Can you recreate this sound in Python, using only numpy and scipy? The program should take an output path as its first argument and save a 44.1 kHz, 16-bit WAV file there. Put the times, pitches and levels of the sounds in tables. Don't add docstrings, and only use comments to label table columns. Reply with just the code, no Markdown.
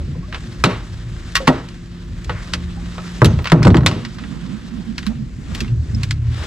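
import sys
import numpy as np
from scipy import signal
from scipy.fft import rfft, irfft, next_fast_len
from scipy.io import wavfile

SR = 44100
rng = np.random.default_rng(int(sys.argv[2]) if len(sys.argv) > 2 else 0)


def wrap_up_sound(samples):
    columns = np.atleast_2d(samples).T
    tamed = np.clip(columns, -1, 1)
    steps = np.round(tamed * 32767).astype(np.int16)
    wavfile.write(sys.argv[1], SR, steps)


N = 285018
TIME = np.arange(N) / SR
EDGES = 22 * 2 ** (np.arange(20) / 2)
CENTRES = np.sqrt(EDGES[1:] * EDGES[:-1])

# (time [s], boom level [dB], boom centre [Hz], share of free ring time [ratio],
# thump level [dB], thump pitch [Hz], thump swell [s], knock level [dB], leading wall mode [Hz],
# crack level [dB], echo send [dB])
BLOWS = [ (0.639, -22.5, 330, 0.69, -8.5, 123, 0.011, -15, 1330, -10.5, 6),
         (0.657, -22.5, 245, 0.63, -13, 180.6, 0.02, -38, 960, -28.5, -3),
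         (1.473, -20.5, 160, 0.86, -4, 157.5, 0.014, -18.5, 1090, -23.5, -2),
         (1.477, -17.5, 250, 1.02, -1.5, 261, 0.013, -12, 1130, -12.5, 1),
         (2.295, -40, 150, 0.6, -23, 150, 0.0094, -28.5, 492, -38.5, 5),
         (2.537, -38.5, 302, 0.5, -30, 174, 0.0073, -36.5, 500, -30, -3),
         (2.981, -52, 199, 0.86, -49, 199, 0.006, -36, 1290, -38.5, -3),
         (3.218, -12, 328, 1.06, 2.5, 122, 0.011, -8.5, 990, -24.5, -5),
         (3.246, -13, 206, 1.2, -2, 154.5, 0.014, -28.5, 896, -15.5, -2),
         (3.258, -18.5, 98, 0.79, -7, 98, 0.024, -38, 1108, -35, -5),
         (3.335, -25, 90, 0.35, -6.5, 115, 0.0066, -60, 1100, -58, -3),
         (3.36, -26.5, 149, 0.39, -9.5, 78.5, 0.017, -58, 1100, -60, -3),
         (3.389, -30, 130, 0.55, -21, 138, 0.0097, -32, 795, -35, 1),
         (3.519, -11.5, 300, 1.15, 3, 162, 0.016, -11.5, 1265, -16, -2),
         (3.56, -23, 150, 0.91, -10.5, 125.6, 0.021, -40, 524, -51, 0),
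         (3.603, -21, 135, 0.72, -3, 143, 0.0094, -44, 608, -56, 0),
         (3.621, -19, 138, 0.55, -19, 138, 0.0097, -28, 1270, -44, 0),
         (3.649, -12, 250, 0.88, 0, 123, 0.012, -17.5, 850, -29, -3),
         (3.669, -8.5, 83, 0.76, -1, 184.3, 0.017, -12.5, 1216, -26, -10),
         (3.703, -12, 198, 0.75, -2.5, 103, 0.019, -37, 586, -31, 0),
         (3.745, -12, 168, 0.77, -5, 332, 0.01, -19, 800, -27.5, -5),
         (3.769, -17, 220, 0.75, -23, 201, 0.0063, -25, 1350, -25, -12),
         (3.784, -22.5, 90, 0.66, -6, 139, 0.0042, -46, 621, -55, -3),
         (3.807, -19, 132, 1, -19, 166, 0.0096, -40, 920, -41, 0),
         (3.833, -19.5, 157, 1.5, -14, 169, 0.009, -32, 920, -42, -3),
         (3.862, -26.5, 250, 1.3, -6.5, 101, 0.013, -21, 2470, -8, -0.5),
         (3.913, -25.5, 200, 0.8, -21, 107, 0.01, -35, 1300, -30, 13),
         (3.955, -30.5, 260, 0.96, -18, 110.4, 0.022, -50, 1100, -50, 0), ]


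def from_db(db):
    return 10 ** (np.asarray(db) / 20)


def rms_one(x):
    return x / np.sqrt(np.mean(x ** 2) + 1e-20)


def in_time(points):
    return np.interp(TIME, *np.transpose(points))


def at_hz(points, hz):
    freqs, values = np.transpose(points)
    return np.interp(np.log(hz), np.log(freqs), values)


def decay(t, t60):
    return np.exp(-np.log(1000) * t / t60)


def drift(per_s):
    knots = rng.standard_normal(1024)
    return np.interp(TIME * per_s, np.arange(len(knots)), knots)


def add(track, start_s, sound):
    start = int(start_s * SR)
    track[..., start:start + sound.shape[-1]] += sound[..., :N - start]


def filtered(x, kind, hz, order=2):
    return signal.sosfilt(signal.butter(order, hz, kind, fs=SR, output="sos"), x)


def tone(hz):
    return np.sqrt(2) * np.sin(2 * np.pi * np.cumsum(hz) / SR)


def mode(hz, level_db, t60):
    t = TIME[:SR // 4]
    return from_db(level_db) * np.sin(2 * np.pi * hz * t) * decay(t, t60) * (1 - np.exp(-2 * hz * t))


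def glides(rows, wobble, rough_db):
    out, t = np.zeros(N), TIME[:SR // 3]
    unsteady = 1 + wobble * drift(130)
    for start, level_db, hz, length, octaves_per_s in rows:
        age = 2 * t / length
        pitch = hz * 2 ** (octaves_per_s * t) * unsteady[int(start * SR):][:len(t)]
        add(out, start, from_db(level_db) * age * np.exp(1 - age) * tone(pitch))
    return out * from_db(rough_db * drift(76))


def noise_bands(likeness):
    white, bands = rng.standard_normal((2, 2, N)), []
    for k, hz in enumerate(CENTRES):
        mid, side = filtered(white[k % 2], "band", EDGES[k:k + 2])
        alike = np.clip(at_hz(likeness, hz), 0, 1)
        bands.append(rms_one(np.sqrt(1 + alike) * mid + np.sqrt(1 - alike) * side * [[1], [-1]]))
    return np.array(bands, dtype=np.float32)


def burst(bands, start_s, band_db, t60, snap):
    start = int(start_s * SR)
    noise = bands[:, :, start:start + SR // 5]
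    t = TIME[:noise.shape[-1]]
    attack = 1 - np.exp(-2 * np.pi * CENTRES[:, None] * t)
    envelope = from_db(band_db)[:, None] * decay(t, t60[:, None]) * attack
    return np.einsum("bcn,bn->cn", noise, envelope) * (1 + snap * decay(t, t60=0.0098))


def wash(bands, spectrum, flicker_db, flicker_per_s):
    gains = from_db(at_hz(spectrum, CENTRES)) * np.sqrt(CENTRES)
    flickering = (gain * from_db(flicker_db * drift(flicker_per_s)) for gain in gains)
    return rms_one(sum(band * gain for band, gain in zip(bands, flickering)))


def hum(hum_hz=175.4, octave_db=-49.5, stop_s=5.0, fade_db_per_s=42, thrum_hz=49.9, thrum_db=-40.5):
    # (time [s], level [dB])
    hum_levels = [(0, -44), (1.3, -41.5), (2.1, -39), (2.65, -32), (3.15, -31), (4.2, -39.5), (4.9, -36.5)]
    pitch = hum_hz * (1 + 0.0049 * drift(11))
    fade = from_db(-fade_db_per_s * np.maximum(TIME - stop_s, 0))
    partials = from_db(in_time(hum_levels)) * tone(pitch) + from_db(octave_db) * tone(2 * pitch)
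    thrum = from_db(thrum_db) * tone(thrum_hz * (1 + 0.0159 * drift(4.36)))
    flutter = from_db(1.5 * drift(18))
    return (fade * partials + thrum) * flutter


def hull_drone(rock_hz=1.9, crest_s=6.3, bend_depth=0.054, attack_s=0.023, release_s=0.055):
    # (start [s], release start [s], centre pitch [Hz], level [dB])
    notes = [(2.46, 2.7, 72, -29.5), (5.15, 5.23, 130, -29), (5.68, 5.79, 112, -21.5),
             (5.88, 6.36, 112, -22), (5.74, 5.82, 72, -21), (5.86, 6.05, 82, -28), (6.1, 6.42, 78, -24),
             (5.95, 6.2, 145, -27.5)]
    out = np.zeros(N)
    bend = 1 + bend_depth * np.cos(2 * np.pi * rock_hz * (TIME - crest_s))
    for start, end, hz, level_db in notes:
        envelope = np.clip(np.minimum((TIME - start) / attack_s, 1 - (TIME - end) / release_s), 0, 1)
        pitch = hz * bend * (1 + 0.0248 * drift(45))
        rough_gain = from_db(level_db + 3.0 * drift(45))
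        out += envelope * rough_gain * (tone(pitch) + from_db(-22.5) * tone(2 * pitch))
    return out


def breeze(bands, puff_hz=212.8, puff_s=0.036, puff_octaves_per_s=1.5, left_db=-15.0):
    # (time [s], level [dB])
    bed_levels = [(0, -76), (2.7, -37.5), (4.15, -33.5), (4.35, -22.5), (4.62, -29), (4.78, -24.5),
                  (5.0, -36), (5.35, -39), (5.5, -28), (6.46, -50)]
    # (frequency [Hz], relative density [dB])
    spectrum = [(70, -27), (140, 4), (210, 8), (300, -31), (420, -33), (800, -22.5), (2000, -29.5),
                (8000, -67), (16000, -68)]
    # (time [s], level [dB])
    puff_hits = [(4.522, -20.5), (4.705, -24), (4.88, -20.5), (5.066, -13), (5.18, -21), (5.607, -20.5),
                 (5.93, -19.5)]
    level = from_db(in_time(bed_levels) + 2.0 * drift(30))
    lumps = level * wash(bands[:, :1], spectrum, flicker_db=2.5, flicker_per_s=25)
    puffs = [(start, level_db, puff_hz, puff_s, puff_octaves_per_s) for start, level_db in puff_hits]
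    return (lumps + glides(puffs, wobble=0.079, rough_db=2.5)) * from_db([[left_db], [0]])


def rustle(bands, crinkles_per_s=22, crinkle_db=-2.5, crinkle_t60=0.0091):
    # (time [s], level [dB])
    movement = [(0, -44.5), (.25, -51), (.36, -41.5), (1.1, -43.5), (1.45, -37.5), (1.8, -47.5),
                (2.12, -47.5), (2.5, -39), (2.68, -44.5), (3.12, -36), (3.8, -51.5), (3.95, -41),
                (5.1, -45), (5.33, -54.5), (5.58, -36), (5.76, -52), (6.02, -42), (6.2, -51.5), (6.4, -33)]
    # (frequency [Hz], relative density [dB])
    spectrum = [(200, 10), (500, 3), (800, -2), (1400, 6.5), (2500, -1), (4000, 1.5), (5500, -7.5),
                (7300, -9), (9000, -20), (13000, -28.5), (16000, -42)]
    # (time [s], left over right [dB])
    pan = [(0, 1), (3.9, 0.5), (4.4, 0), (4.9, 1.5), (5.35, 5.5), (6.1, 2.5), (6.4, 4)]
    level = from_db(in_time(movement) + 0.96 * drift(45) + 1.3 * drift(150))
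    folds = (rng.random(N) < crinkles_per_s / SR) * np.minimum(rng.exponential(1, N), 3)
    crinkles = from_db(crinkle_db) * signal.fftconvolve(folds, decay(TIME[:SR // 20], crinkle_t60))[:N]
    hiss = wash(bands, spectrum, flicker_db=1.3, flicker_per_s=28)
    return level * (1 + crinkles) * hiss * from_db(in_time(pan) * [[.5], [-.5]])


def water(bands, splash_db=-8, skirt_db_per_octave=14, splash_t60=0.14):
    # (time [s], level [dB])
    swell = [(0, -26), (1.85, -31.5), (2.45, -28), (2.9, -29), (4.5, -36.5), (5.2, -28), (6.0, -25),
             (6.46, -31.5)]
    # (frequency [Hz], relative density [dB])
    spectrum = [(25, 0.5), (45, 8.5), (75, 3.5), (120, 3.5), (170, -6.5), (230, -7), (320, -18.5),
                (450, -31.5), (750, -54), (1500, -33.5), (4000, -40), (7300, -43), (10000, -87),
                (16000, -44)]
    # (time [s], level [dB], starting pitch [Hz], length [s], rise [octaves/s])
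    plops = [(0.08, -25, 140, 0.044, 0.6), (0.165, -25, 161, 0.04, 2), (0.155, -39.5, 472, 0.017, 5.5),
             (0.28, -46, 588, 0.029, 3.5), (0.0028, -45, 600, 0.017, -5), (0.148, -47, 990, 0.007, 2),
             (0.226, -47, 1070, 0.024, 5.5), (1.402, -24.5, 557, 0.012, -2), (1.422, -33.5, 525, 0.027, -1),
             (2.77, -43, 786, 0.015, 2)]
    stir = from_db(in_time(swell)) * wash(bands, spectrum, flicker_db=3.5, flicker_per_s=9.8)
    out = filtered(stir, "high", 36, order=4) + glides(plops, wobble=0.018, rough_db=3.0)
    for start, level_db, hz, *_ in plops:
        band_db = level_db + splash_db - skirt_db_per_octave * np.abs(np.log2(CENTRES / hz))
        add(out, start, burst(bands, start, band_db, np.full(len(CENTRES), splash_t60), snap=0))
    return out


def scrapes(grain_db=1.5, grains_per_s=170, width=0.3):
    # (start [s], length [s], level [dB], low edge [Hz], high edge [Hz])
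    slides = [(0.321, 0.07, -35.5, 330, 1400), (1.385, 0.036, -37, 950, 1350),
              (2.31, 0.16, -40.5, 1290, 2270), (3.42, 0.045, -46, 14600, 15300),
              (3.646, 0.075, -26, 400, 1100), (5.072, 0.077, -44, 380, 900), (5.439, 0.25, -47, 350, 2000),
              (6.351, 0.17, -39.5, 500, 1300)]
    out, t = np.zeros((2, N)), TIME[:SR // 2]
    grain = from_db(grain_db * drift(grains_per_s))
    for start, length, level_db, low_hz, high_hz in slides:
        mid, side = rng.standard_normal((2, len(t)))
        friction = rms_one(filtered(mid + width * side * [[1], [-1]], "band", [low_hz, high_hz + 1]))
        envelope = np.sin(np.pi * np.minimum(t / length, 1))
        add(out, start, from_db(level_db) * friction * envelope)
    return out * grain


def tackle(bands, slip_s=0.0045, slip_db=-8, decay_cycles=190, flat_octaves=0.67, gain_db=-4.0):
    # (time [s], tick level [dB], centre [Hz], treble floor relative to the centre [dB],
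    # ring pitch [Hz], ring level [dB], ring t60 [s])
    ticks = [ (0.326, -32, 1800, -35, 1170, -39, 0.086), (0.346, -30.5, 2050, -33, 1310, -44, 0.055),
             (1.354, -12, 3040, -14.5, 1907, -11.5, 0.084), (1.366, -18.5, 2520, -19, 1114, -25.5, 0.12),
             (1.687, -41, 3270, -28, 4350, -48, .04), (2.245, -38, 3700, -24, 3300, -51, .03),
             (2.297, -30.5, 1650, -31, 478, -20.5, 0.062), (2.32, -46, 1840, -32, 1300, -42, .04),
             (2.536, -19.5, 3130, -30, 3130, -14, 0.035), (2.984, -51, 1800, -32, 1292, -29, 0.085),
             (3.246, -28.5, 7200, -7, 7550, -29, 0.06), (3.257, -25.5, 5500, -11, 6350, -36.5, 0.24),
             (3.444, -33, 2420, -30, 3400, -36, .03), (3.456, -26, 1900, -41, 4500, -27, 0.046),
             (3.472, -27, 2500, -34, 2660, -16, 0.031), (3.499, -30, 2390, -34, 7600, -41, .08),
             (3.630, -25, 2880, -28, 5270, -24, .04), (3.652, -30, 3080, -48, 4460, -24, .035),
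             (3.671, -33, 3960, -48, 7700, -30, 0.072), (3.678, -38, 3360, -48, 4150, -27, .03),
             (3.707, -57, 3600, -32, 4430, -34, .04), (3.757, -42, 3800, -28, 4670, -31, .04),
             (3.769, -43, 4170, -36, 7480, -31, 0.027), (4.05, -30, 2540, -30, 1950, -35, 0.045),
             (4.185, -38, 2120, -30, 1440, -54, .05), (4.238, -40, 2130, -32, 1480, -53, .05),
             (4.981, -26.5, 2750, -20, 2750, -28, 0.035), (5.029, -38.5, 2590, -25, 1900, -42, .03),
             (5.066, -29, 2750, -14, 3980, -22, 0.031), (5.549, -29, 3060, -12, 2620, -39, .04),
             (5.605, -24.5, 3040, -17, 2620, -21, 0.034), (5.645, -41.5, 2120, -33, 2140, -34, .03),
             (5.68, -46, 2700, -30, 2720, -33, .04), (5.948, -52, 5960, -26, 5270, -24, 0.03),
             (6.033, -26.5, 3100, -16, 2090, -30, 0.044), (6.109, -23.5, 3100, -21, 1940, -14, 0.017), ]
    out = np.zeros((2, N))
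    for start, level_db, centre_hz, sparkle_db, ring_hz, ring_db, ring_t60 in ticks:
        octaves = np.log2(CENTRES / centre_hz)
        low_cut_db = 16.5 * np.maximum(-octaves - flat_octaves, 0) ** 1.15
        high_cut_db = 21.0 * np.maximum(octaves - flat_octaves, 0) ** 1.37
        high_cut_db = np.minimum(high_cut_db, -sparkle_db)
        band_db = level_db + gain_db - low_cut_db - high_cut_db
        t60 = np.full(len(CENTRES), decay_cycles / centre_hz)
        slip = burst(bands, start - slip_s, band_db + slip_db, t60, snap=0)
        add(out, start - slip_s, slip * np.minimum(TIME[:slip.shape[-1]] / slip_s, 1))
        add(out, start, burst(bands, start, band_db, t60, snap=1.3))
        add(out, start, mode(ring_hz, ring_db, ring_t60))
    return out


def bank_echo(bands, band_db, swell_s=0.07, t60=0.39, dull_hz=1200, db_per_octave=4.0, gain_db=-13.0):
    t, start = TIME[:SR // 2], rng.integers(N - SR)
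    gains = from_db(band_db + gain_db - db_per_octave * np.maximum(np.log2(CENTRES / dull_hz), 0))
    tail = np.einsum("b,bcn->cn", gains, bands[:, :, start:start + len(t)])
    return tail * decay(t, t60) * np.minimum(t / swell_s, 1) ** 2


def panel_colour(contacts):
    # (frequency [Hz], width [Hz], gain [dB])
    resonances = [(406, 20, 4.5), (486.4, 11.5, 6.5), (607.4, 13, 5.5), (725, 60, -2.5), (855, 7.3, 2.5),
                  (952, 19, 4), (1108, 50, 5.5), (1300, 64, 4), (1463, 33, 4.5), (1900, 30, 3.5),
                  (2470, 42, -0.5), (3090, 67, -1), (3540, 260, -3), (4330, 170, 2.5)]
    out = contacts.copy()
    for hz, width_hz, gain_db in resonances:
        ring = signal.lfilter(*signal.iirpeak(hz, hz / width_hz, fs=SR), contacts)
        out += (from_db(gain_db) - 1) * ring
    return out


def panel_thumps(sharpness=2.32):
    out, t = np.zeros(N), TIME[:SR // 5]
    for start, _, _, _, thump_db, hz, swell_s, *_ in BLOWS:
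        age = t / swell_s
        envelope = (age * np.exp(1 - age)) ** sharpness
        add(out, start, from_db(thump_db) * envelope * np.sin(2 * np.pi * hz * t))
    return out


def hull_boom(scatter_db=2.0, swell_s=0.0021, reach_octaves=0.39, far_share=0.2):
    # (frequency [Hz], relative level [dB], free t60 [s])
    hull_modes = [(46.3, 1.5, 0.97), (70.05, 5, 0.74), (91.6, -9, 0.8), (107.6, -1, 1), (129.5, 4, 0.75),
                  (157.3, 4, 0.44), (173.2, -1.5, 0.46), (213.2, -0.5, 0.32), (234.9, 1, 0.36),
                  (266.5, 2.5, 0.4), (311.7, 6.5, 0.16), (343.2, 7, 0.21), (402.4, 10, 0.13),
                  (496, -2.5, 0.2), (607, 1, 0.12)]
    # (time [s], level [dB], boom centre [Hz], share of free ring time [ratio])
    footfalls = [(2.262, -27, 60, 0.29), (2.295, -24, 53.3, 0.12), (5.611, -24.5, 65.5, 0.42)]
    out, t = np.zeros(N), TIME[:SR * 2 // 3]
    hz, mode_db, t60 = np.transpose(hull_modes)
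    polarity = (-1) ** np.arange(len(hz))
    attack = 1 - np.exp(-t / swell_s)
    swings = np.sin(2 * np.pi * hz[:, None] * t) * attack
    for start, boom_db, centre_hz, ring_share, *_ in BLOWS + footfalls:
        weights = polarity * from_db(mode_db + scatter_db * rng.standard_normal(len(hz)))
        excitation = far_share + np.exp(-.5 * (np.log2(hz / centre_hz) / reach_octaves) ** 2)
        ring = (weights * excitation) @ (swings * decay(t, ring_share * t60[:, None]))
        add(out, start, from_db(boom_db) * ring / np.std(ring[:SR // 20]))
    return out


def hull_clatter(bands, knock_hz=1050, crack_hz=3200, bass_db_per_octave=4.0, ring_doubling_db=35.5):
    # (frequency [Hz], base t60 [s])
    wall_t60 = [(350, 0.35), (1000, 0.11), (2500, 0.063), (6000, 0.088), (14000, 0.025)]
    out = np.zeros((2, N))
    bass_cut_db = bass_db_per_octave * np.maximum(np.log2(knock_hz / CENTRES), 0)
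    octaves_above = np.maximum(np.log2(CENTRES / crack_hz), 0)
    for start, *_, knock_db, lead_hz, crack_db, echo_db in BLOWS:
        colour = [(knock_hz, knock_db), (crack_hz, crack_db)]
        treble_db_per_octave = -9.5 + 0.27 * crack_db
        band_db = at_hz(colour, CENTRES) - bass_cut_db + treble_db_per_octave * octaves_above
        hardness_db = crack_db - knock_db
        t60 = 0.96 * 2 ** (hardness_db / ring_doubling_db) * at_hz(wall_t60, CENTRES)
        add(out, start, burst(bands, start, band_db - 1.5, t60, snap=1.23))
        add(out, start, bank_echo(bands, band_db + echo_db))
        add(out, start, mode(lead_hz, at_hz(colour, lead_hz) - 1.0, t60=0.055))
    return filtered(out, "high", 300)


def left_port_lag(sound):
    # (frequency [Hz], phase shift [rad])
    phase = [(40, -0.35), (200, -0.06), (520, -0.6), (1500, -0.8), (3700, -0.67), (5200, -1.6),
             (6800, -0.67), (10000, -1.37), (16000, -3)]
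    size = next_fast_len(N + SR // 10)
    hz = np.maximum(np.arange(size // 2 + 1) * SR / size, 1)
    left = irfft(rfft(sound[0], size) * np.exp(1j * at_hz(phase, hz)), size)[:N]
    return np.array([left, sound[1]])


def scene():
    # (frequency [Hz], left-right likeness [0-1])
    near_likeness = [(60, .99), (400, .94), (1200, .92), (3000, .84), (8000, .68)]
    # (frequency [Hz], left-right likeness [0-1])
    air_likeness = [(60, 1), (200, 0.93), (1000, 0.88), (3000, 0.49), (7000, 1), (14000, 0.1)]
    near, air = noise_bands(near_likeness), noise_bands(air_likeness)
    gear = panel_colour(hull_clatter(near) + tackle(near)) + hull_boom() + panel_thumps() + scrapes()
    river = water(air[..., ::-1])
    return left_port_lag(gear + river + rustle(air) + breeze(near) + hull_drone() + hum())


def record(dry, ceiling=0.9, cutoff_hz=16000):
    clipped = dry / (1 + (dry / ceiling) ** 8) ** (1 / 8)
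    return signal.sosfilt(signal.ellip(10, .1, 80, cutoff_hz, fs=SR, output="sos"), clipped)


dry = scene()
out = record(dry)
wrap_up_sound(out)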